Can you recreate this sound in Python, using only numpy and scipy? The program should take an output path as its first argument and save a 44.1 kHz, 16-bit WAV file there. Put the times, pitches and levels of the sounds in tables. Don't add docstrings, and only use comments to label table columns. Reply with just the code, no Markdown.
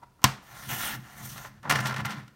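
import sys
import numpy as np
from scipy import signal
from scipy.fft import rfft, irfft
from scipy.io import wavfile
from scipy.ndimage import uniform_filter1d

SR = 44100
rng = np.random.default_rng(int(sys.argv[2]) if len(sys.argv) > 2 else 0)


def master(y):
    cut = np.clip(np.atleast_2d(y).T, -1, 1)
    pcm = np.round(cut * 32767)
    wavfile.write(sys.argv[1], SR, pcm.astype(np.int16))


N = 103635


def undb(db):
    return 10 ** (np.asarray(db) / 20)


def unit(x):
    return x / np.sqrt(np.mean(x ** 2))


def curve(table, axis=1):
    rows = np.array(table)
    seconds = np.arange(N) / SR
    return undb(np.interp(seconds, rows[:, 0], rows[:, axis], left=-140, right=-140))


def response(points, peaks=(), tilt_db=0, size=4096):
    hz = np.maximum(np.arange(size // 2 + 1) * SR / size, 1)
    rows = np.array(points)
    db = np.interp(np.log(hz), np.log(rows[:, 0]), rows[:, 1])
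    db = db + tilt_db * np.log2(np.maximum(hz, 1000))
    db = db - 10 * np.log10(1 + (rows[0, 0] / hz / 2) ** 4)
    for centre, width, lift in peaks:
        db = db + lift / (1 + (2 * (hz - centre) / width) ** 2)
    cepstrum = irfft(np.log(undb(db)))
    h = irfft(np.exp(rfft(2 * cepstrum[:size // 2], size)))
    return h / np.sqrt(np.sum(h ** 2))


def through(x, h):
    return signal.fftconvolve(x, h)[:len(x)]


def fade(t, t60):
    return np.exp(-np.log(1000) * t / t60)


def burst(t60_low, t60_high, size=22050):
    t = np.arange(size) / SR
    noise = rng.standard_normal(size)
    low = signal.sosfiltfilt(signal.butter(1, 4000, fs=SR, output="sos"), noise)
    return low * fade(t, t60_low) + (noise - low) * fade(t, t60_high)


def even_burst(t60_low, t60_high, size=11025):
    spectrum = rfft(burst(t60_low, t60_high))
    power = uniform_filter1d(np.abs(spectrum) ** 2, size=200)
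    return irfft(spectrum * np.sqrt(np.mean(power) / power))[:size]


def add(out, at, x):
    i = int(at * SR)
    out[i:i + len(x)] += x[:N - i]


def walk(rate):
    k = max(int(SR / rate), 1)
    steps = np.repeat(rng.standard_normal(N // k + 1), k)[:N]
    return unit(uniform_filter1d(steps, k))


# frequency in Hz, width in Hz, lift in dB.
PLASTIC = [(559, 8.1, 6), (628.4, 7.8, 7), (716.8, 16, 12), (825, 73, 4.5), (1023, 79, 5), (1144, 60, 2),
           (1386, 110, 9), (1764, 99, 7), (1882, 40, 5), (2062, 87, 5.5), (2350, 60, 0.5), (2853, 79, 5),
           (3180, 210, 0.5), (3920, 90, -2.5), (4890, 120, -6), (5100, 200, 1), (5910, 250, 3),
           (8800, 430, 5.5)]


def friction(colour, rate, spread_db, uneven_db, uneven_rate):
    sizes = undb(spread_db * rng.standard_normal(N))
    slips = (rng.random(N) < rate / SR) * rng.choice([-1, 1], N) * sizes
    pressure = undb(uneven_db * walk(uneven_rate))
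    return unit(through(slips * pressure, response(colour, PLASTIC)))


def clicks(events, colour, treble_share):
    out = np.zeros(N)
    for at, db, tilt, t60 in events:
        contact = even_burst(t60, t60 * treble_share)
        add(out, at, undb(db) * through(contact, response(colour, PLASTIC, tilt)))
    return out


def patchy(x, depth_db, rate, count=9):
    out = x
    edges = np.geomspace(700, 11000, count + 1)
    for band in zip(edges[:-1], edges[1:]):
        part = signal.sosfiltfilt(signal.butter(2, band, "bandpass", fs=SR, output="sos"), x)
        out = out + part * (undb(depth_db * walk(rate)) - 1)
    return out


# frequency in Hz, relative level in dB.
AIR_COLOUR = [(45, -0.5), (90, -3.5), (200, -8.5), (400, -13.5), (800, -18.5), (1400, -19), (2500, -26),
              (5000, -27.5), (10000, -32), (15500, -33)]
AIR_DB = -64.5


def quiet_air():
    return undb(AIR_DB) * unit(through(rng.standard_normal(N), response(AIR_COLOUR)))


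TABLE_CUT_HZ = 90
# frequency in Hz, time to fade by 60 dB in seconds, relative level in dB.
TABLE = [(127, 0.16, -20.5), (131.2, 0.28, 0), (151, 0.033, -18.5), (210, .22, -2.5), (278.3, .14, -10)]


def table_ring(modes=TABLE):
    t = np.arange(SR // 2) / SR
    ring = sum(undb(db) * np.sin(2 * np.pi * hz * t) * fade(t, t60) for hz, t60, db in modes)
    return signal.sosfilt(signal.butter(3, TABLE_CUT_HZ, "highpass", fs=SR, output="sos"), ring)


UPPER_MODES_HZ = 180
# time in seconds, lowest modes in dB, upper modes in dB.
BOOM = [(0, -60.5, -67.5), (.19, -73, -73.5), (.3, -42, -44.5), (.44, -72, -65.5), (.53, -52.5, -68),
        (.62, -57.5, -60.5), (.71, -36.5, -50), (.8, -50, -54.5), (.92, -54, -47), (.985, -39.5, -47),
        (1.1, -64, -64), (1.24, -43.5, -50.5), (1.45, -51, -64), (1.53, -56, -57.5), (1.63, -56, -65.5),
        (1.72, -30, -40), (1.9, -35.5, -41), (1.95, -38.5, -59), (2.0, -35, -38.5), (2.08, -37, -47),
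        (2.115, -60, -39.5), (2.18, -40, -47), (2.34, -63.5, -66)]


def table_boom():
    out = 0
    lowest = [m for m in TABLE if m[0] < UPPER_MODES_HZ]
    upper = [m for m in TABLE if m[0] >= UPPER_MODES_HZ]
    for column, modes in enumerate([lowest, upper]):
        ring = through(rng.standard_normal(N), table_ring(modes))
        swell = np.sqrt(uniform_filter1d(ring ** 2, size=2200) + 1e-9)
        out = out + curve(BOOM, axis=column + 1) * ring / swell
    return out


SQUEAK_AT_S, SQUEAK_LENGTH_S = .034, .028
SQUEAK_HZ, SQUEAK_DB = 950, -44.5
SQUEAK_OCTAVE_DB, SQUEAK_RASP_DB = -21, -12
SQUEAK_RING_DB, SQUEAK_RING_T60_S = -14.5, .3
# time in seconds, level in dB.
SWING = [(0, -63), (.06, -71), (.1, -73.5), (.17, -77), (.195, -65), (.213, -58.5), (.24, -50),
         (.25, -72.5)]
# frequency in Hz, relative level in dB.
HINGE_COLOUR = [(200, 0.5), (500, -6), (1000, 4.5), (1480, -4), (1750, -12.5), (2100, -10), (2700, -16.5),
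                (5000, -23), (16000, -36.5)]


def hinge():
    t = np.arange(N) / SR
    phase = 2 * np.pi * np.cumsum(SQUEAK_HZ * (1 + .012 * walk(200))) / SR
    rub = friction(HINGE_COLOUR, rate=2500, spread_db=5, uneven_db=2.5, uneven_rate=100)
    squeak = np.sin(phase) + undb(SQUEAK_OCTAVE_DB) * np.sin(2 * phase)
    squeak = squeak + undb(SQUEAK_RASP_DB) * rub
    swell = np.exp(-2 * np.pi * ((t - SQUEAK_AT_S) / SQUEAK_LENGTH_S) ** 2)
    after = np.maximum(t - SQUEAK_AT_S - SQUEAK_LENGTH_S / 2, 0)
    ring = undb(SQUEAK_RING_DB) * np.sin(2 * np.pi * SQUEAK_HZ * after)
    ring = ring * fade(after, SQUEAK_RING_T60_S)
    return undb(SQUEAK_DB) * (swell * squeak + ring) + curve(SWING) * rub


ROOM_DELAY_S = .006
SNAP_T60_LOW_S, SNAP_T60_HIGH_S = 0.047, 0.016
THUMP_DAMPING_T60_S = 0.52
ECHO_DB, ECHO_T60_LOW_S, ECHO_T60_HIGH_S = -28, 0.39, .25
# start in seconds, level in dB, table thump in dB.
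SNAP = [(0.2182, -48, -60.5), (0.2312, -43.5, -61.5), (.2412, -5.5, -18.5), (0.242, -8.5, -37.5)]
# frequency in Hz, relative level in dB.
SNAP_COLOUR = [(150, 7), (260, -2.5), (450, -13), (700, -3), (1050, 8.5), (1400, -2.5), (2500, 2),
               (4000, 0), (6000, 0), (8700, -7), (10400, -12.5), (12500, -4.5), (16000, -13)]
# frequency in Hz, relative level in dB.
ECHO_COLOUR = [(150, 3.5), (450, -2.5), (1100, 6), (2000, 0.5), (3500, -2.5), (6000, -4.5), (8700, -10.5),
               (10400, -17), (12500, -14), (16000, -22)]


def arm_snap():
    out = np.zeros(N)
    plastic = response(SNAP_COLOUR, PLASTIC)
    thump = table_ring()
    thump = thump * fade(np.arange(len(thump)) / SR, THUMP_DAMPING_T60_S)
    for at, db, thump_db in SNAP:
        add(out, at, undb(db) * through(even_burst(SNAP_T60_LOW_S, SNAP_T60_HIGH_S), plastic))
        add(out, at, undb(thump_db) * thump)
    wash = through(burst(ECHO_T60_LOW_S, ECHO_T60_HIGH_S), response(ECHO_COLOUR))
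    add(out, SNAP[-1][0] + ROOM_DELAY_S, undb(ECHO_DB) * wash)
    return out


# time in seconds, rubbing in dB, hiss in dB.
RAIL = [(.38, -77, -91), (.43, -57.5, -63), (.52, -50.5, -55.5), (.6, -46, -49.5), (.675, -51.5, -47),
        (.8, -55, -40.5), (.955, -44, -46), (.99, -60, -78), (1.06, -53.5, -58.5), (1.15, -51, -55.5),
        (1.18, -50.5, -50.5), (1.26, -48.5, -43.5), (1.34, -50, -47), (1.405, -44.5, -48.5),
        (1.48, -51.5, -56), (1.525, -65, -87), (1.6, -61.5, -85)]
# frequency in Hz, relative level in dB.
RUB_COLOUR = [(55, 4.5), (200, -9), (350, -6), (480, -11.5), (750, -1.5), (1100, -1.5), (1900, -3.5),
              (2600, -9), (4500, -12), (9000, -28), (16000, -57)]
# frequency in Hz, relative level in dB.
HISS_COLOUR = [(500, -8.5), (2000, -8.5), (3300, 2), (4800, -1.5), (6200, 4.5), (8200, -3), (9400, -0.5),
               (10700, -4), (13000, 3), (16000, -2)]


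def carriage():
    rub = friction(RUB_COLOUR, rate=1500, spread_db=2, uneven_db=1.0, uneven_rate=52)
    hiss = friction(HISS_COLOUR, rate=18000, spread_db=1.5, uneven_db=1.5, uneven_rate=120)
    return rub * curve(RAIL) + hiss * curve(RAIL, axis=2)


FIBRES_PER_S, FIBRE_SPREAD_DB = 9000, 3
# time in seconds, level in dB.
CUT = [(.676, -78), (.69, -36), (.712, -32), (.77, -35), (.81, -33.5), (.86, -33), (.91, -36.5),
       (.962, -47), (.978, -68)]
# frequency in Hz, relative level in dB.
CUT_COLOUR = [(55, 5.5), (200, 2.5), (450, -4.5), (900, 2), (1500, 1.5), (2100, -2.5), (3300, 2.5),
              (4600, -5.5), (6500, -2.5), (7700, -6), (9000, -6), (10400, -7.5), (12000, -1), (15500, -1)]


def blade():
    return curve(CUT) * friction(CUT_COLOUR, FIBRES_PER_S, FIBRE_SPREAD_DB, uneven_db=0.5, uneven_rate=200)


# time in seconds, level in dB.
TEAR = [(.68, -77), (.695, -37), (.745, -44), (.785, -49), (.82, -42), (.865, -37), (.92, -39), (.965, -50),
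        (.985, -75)]
# frequency in Hz, relative level in dB.
TEAR_COLOUR = [(500, -16.5), (1000, -6.5), (1450, 4.5), (2100, 4), (3200, -6.5), (4500, -8.5),
               (9000, -22.5), (16000, -24)]


def tearing():
    return curve(TEAR) * friction(TEAR_COLOUR, rate=1900, spread_db=3, uneven_db=2, uneven_rate=130)


# start in seconds, level in dB, tilt in dB per octave, time to fade by 60 dB in seconds.
KNOCKS = [(1.3600, -42, -4, .06), (1.3790, -36, 1.5, .04), (1.4450, -41, -6, .04), (1.4490, -33, -5, 0.047),
          (1.6300, -44.5, 0, 0.043), (1.6380, -40, -12, .08), (1.6530, -31.5, -10, 0.096),
          (1.6740, -32.5, -12, 0.082), (1.6962, -20.5, 1.5, 0.049), (1.6990, -17.5, 1, .07),
          (1.7085, -14.5, -.5, .06), (1.7220, -18, 0.5, 0.037), (1.7565, -20, -1, 0.052),
          (1.7730, -35, 3, 0.051), (1.7880, -36, -3, 0.048), (1.8040, -31.5, 3, .06),
          (1.8270, -38, -5, .05), (1.9000, -36, -9, .05), (1.9250, -28, -4, 0.037)]
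# frequency in Hz, relative level in dB.
KNOCK_COLOUR = [(200, -2), (450, -7.5), (900, 0), (1900, 0), (3000, -5), (5500, -9.5), (8500, -15.5),
                (10400, -18), (12500, -18.5), (16000, -22)]


def knocks():
    return clicks(KNOCKS, KNOCK_COLOUR, treble_share=0.78)


# time in seconds, level in dB.
SLIDE = [(1.625, -64), (1.645, -50), (1.69, -46), (1.73, -30.5), (1.83, -37.5), (1.9, -32), (1.96, -42),
         (2.005, -38.5), (2.03, -49.5), (2.08, -38.5), (2.13, -44.5), (2.2, -46), (2.26, -64),
         (2.35, -68.5)]
# frequency in Hz, relative level in dB.
SLIDE_COLOUR = [(200, -5), (450, -4.5), (800, -1), (1400, 0.5), (2100, -4.5), (3200, -9.5), (5500, -13.5),
                (8000, -23), (10400, -25), (16000, -28)]


def sheet():
    return curve(SLIDE) * friction(SLIDE_COLOUR, rate=3500, spread_db=2.5, uneven_db=2.6, uneven_rate=110)


# start in seconds, level in dB, tilt in dB per octave, time to fade by 60 dB in seconds.
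CRACKLES = [(1.8565, -26, -0.5, 0.13), (1.8700, -31.5, 4.5, 0.12), (1.8820, -48, 0, .04),
            (1.9410, -34, -1, .04), (1.9625, -30.5, -1.5, 0.088), (1.9820, -33, -1, 0.031),
            (1.9970, -29, -7, 0.066), (2.0140, -37, -3, .03), (2.0490, -25, -4.5, 0.082),
            (2.0550, -31.5, 6.5, 0.046), (2.0630, -30, -2.5, 0.082), (2.1060, -33, -0.5, 0.17),
            (2.1210, -34, -4, 0.099), (2.1710, -40, -7, .05), (2.2793, -48, 0.5, 0.038)]
# frequency in Hz, relative level in dB.
CARD_COLOUR = [(200, -5), (450, -14), (900, 1), (1900, 4), (3000, 1.5), (5500, -3), (8500, -11),
               (10400, -18.5), (12500, -11.5), (16000, -23)]


def crackles():
    return clicks(CRACKLES, CARD_COLOUR, treble_share=0.63)


ROOM_T60_LOW_S, ROOM_T60_HIGH_S, ROOM_DB = 0.5, 0.48, -15.5
# frequency in Hz, relative level in dB.
ROOM_COLOUR = [(100, -4.5), (1000, 1), (5000, -1.5), (9000, -4.5), (16000, -4)]


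def room_echo(dry):
    tail = through(burst(ROOM_T60_LOW_S, ROOM_T60_HIGH_S), response(ROOM_COLOUR))
    tail = tail / np.sqrt(np.sum(tail ** 2))
    room = np.zeros(N)
    add(room, ROOM_DELAY_S, through(dry, tail))
    return undb(ROOM_DB) * room


def scene():
    moving = patchy(carriage() + blade() + tearing() + sheet(), depth_db=1.8, rate=28)
    dry = hinge() + moving + knocks() + crackles()
    mix = dry + room_echo(dry) + arm_snap() + table_boom() + quiet_air()
    return mix[None]


LOW_CUT_HZ, TOP_HZ = 34, 15800


def record(dry):
    clipped = np.clip(dry, -1, 1)
    lean = signal.sosfilt(signal.butter(4, LOW_CUT_HZ, "highpass", fs=SR, output="sos"), clipped)
    return signal.sosfilt(signal.ellip(10, .2, 80, TOP_HZ, fs=SR, output="sos"), lean)


dry = scene()
out = record(dry)
master(out)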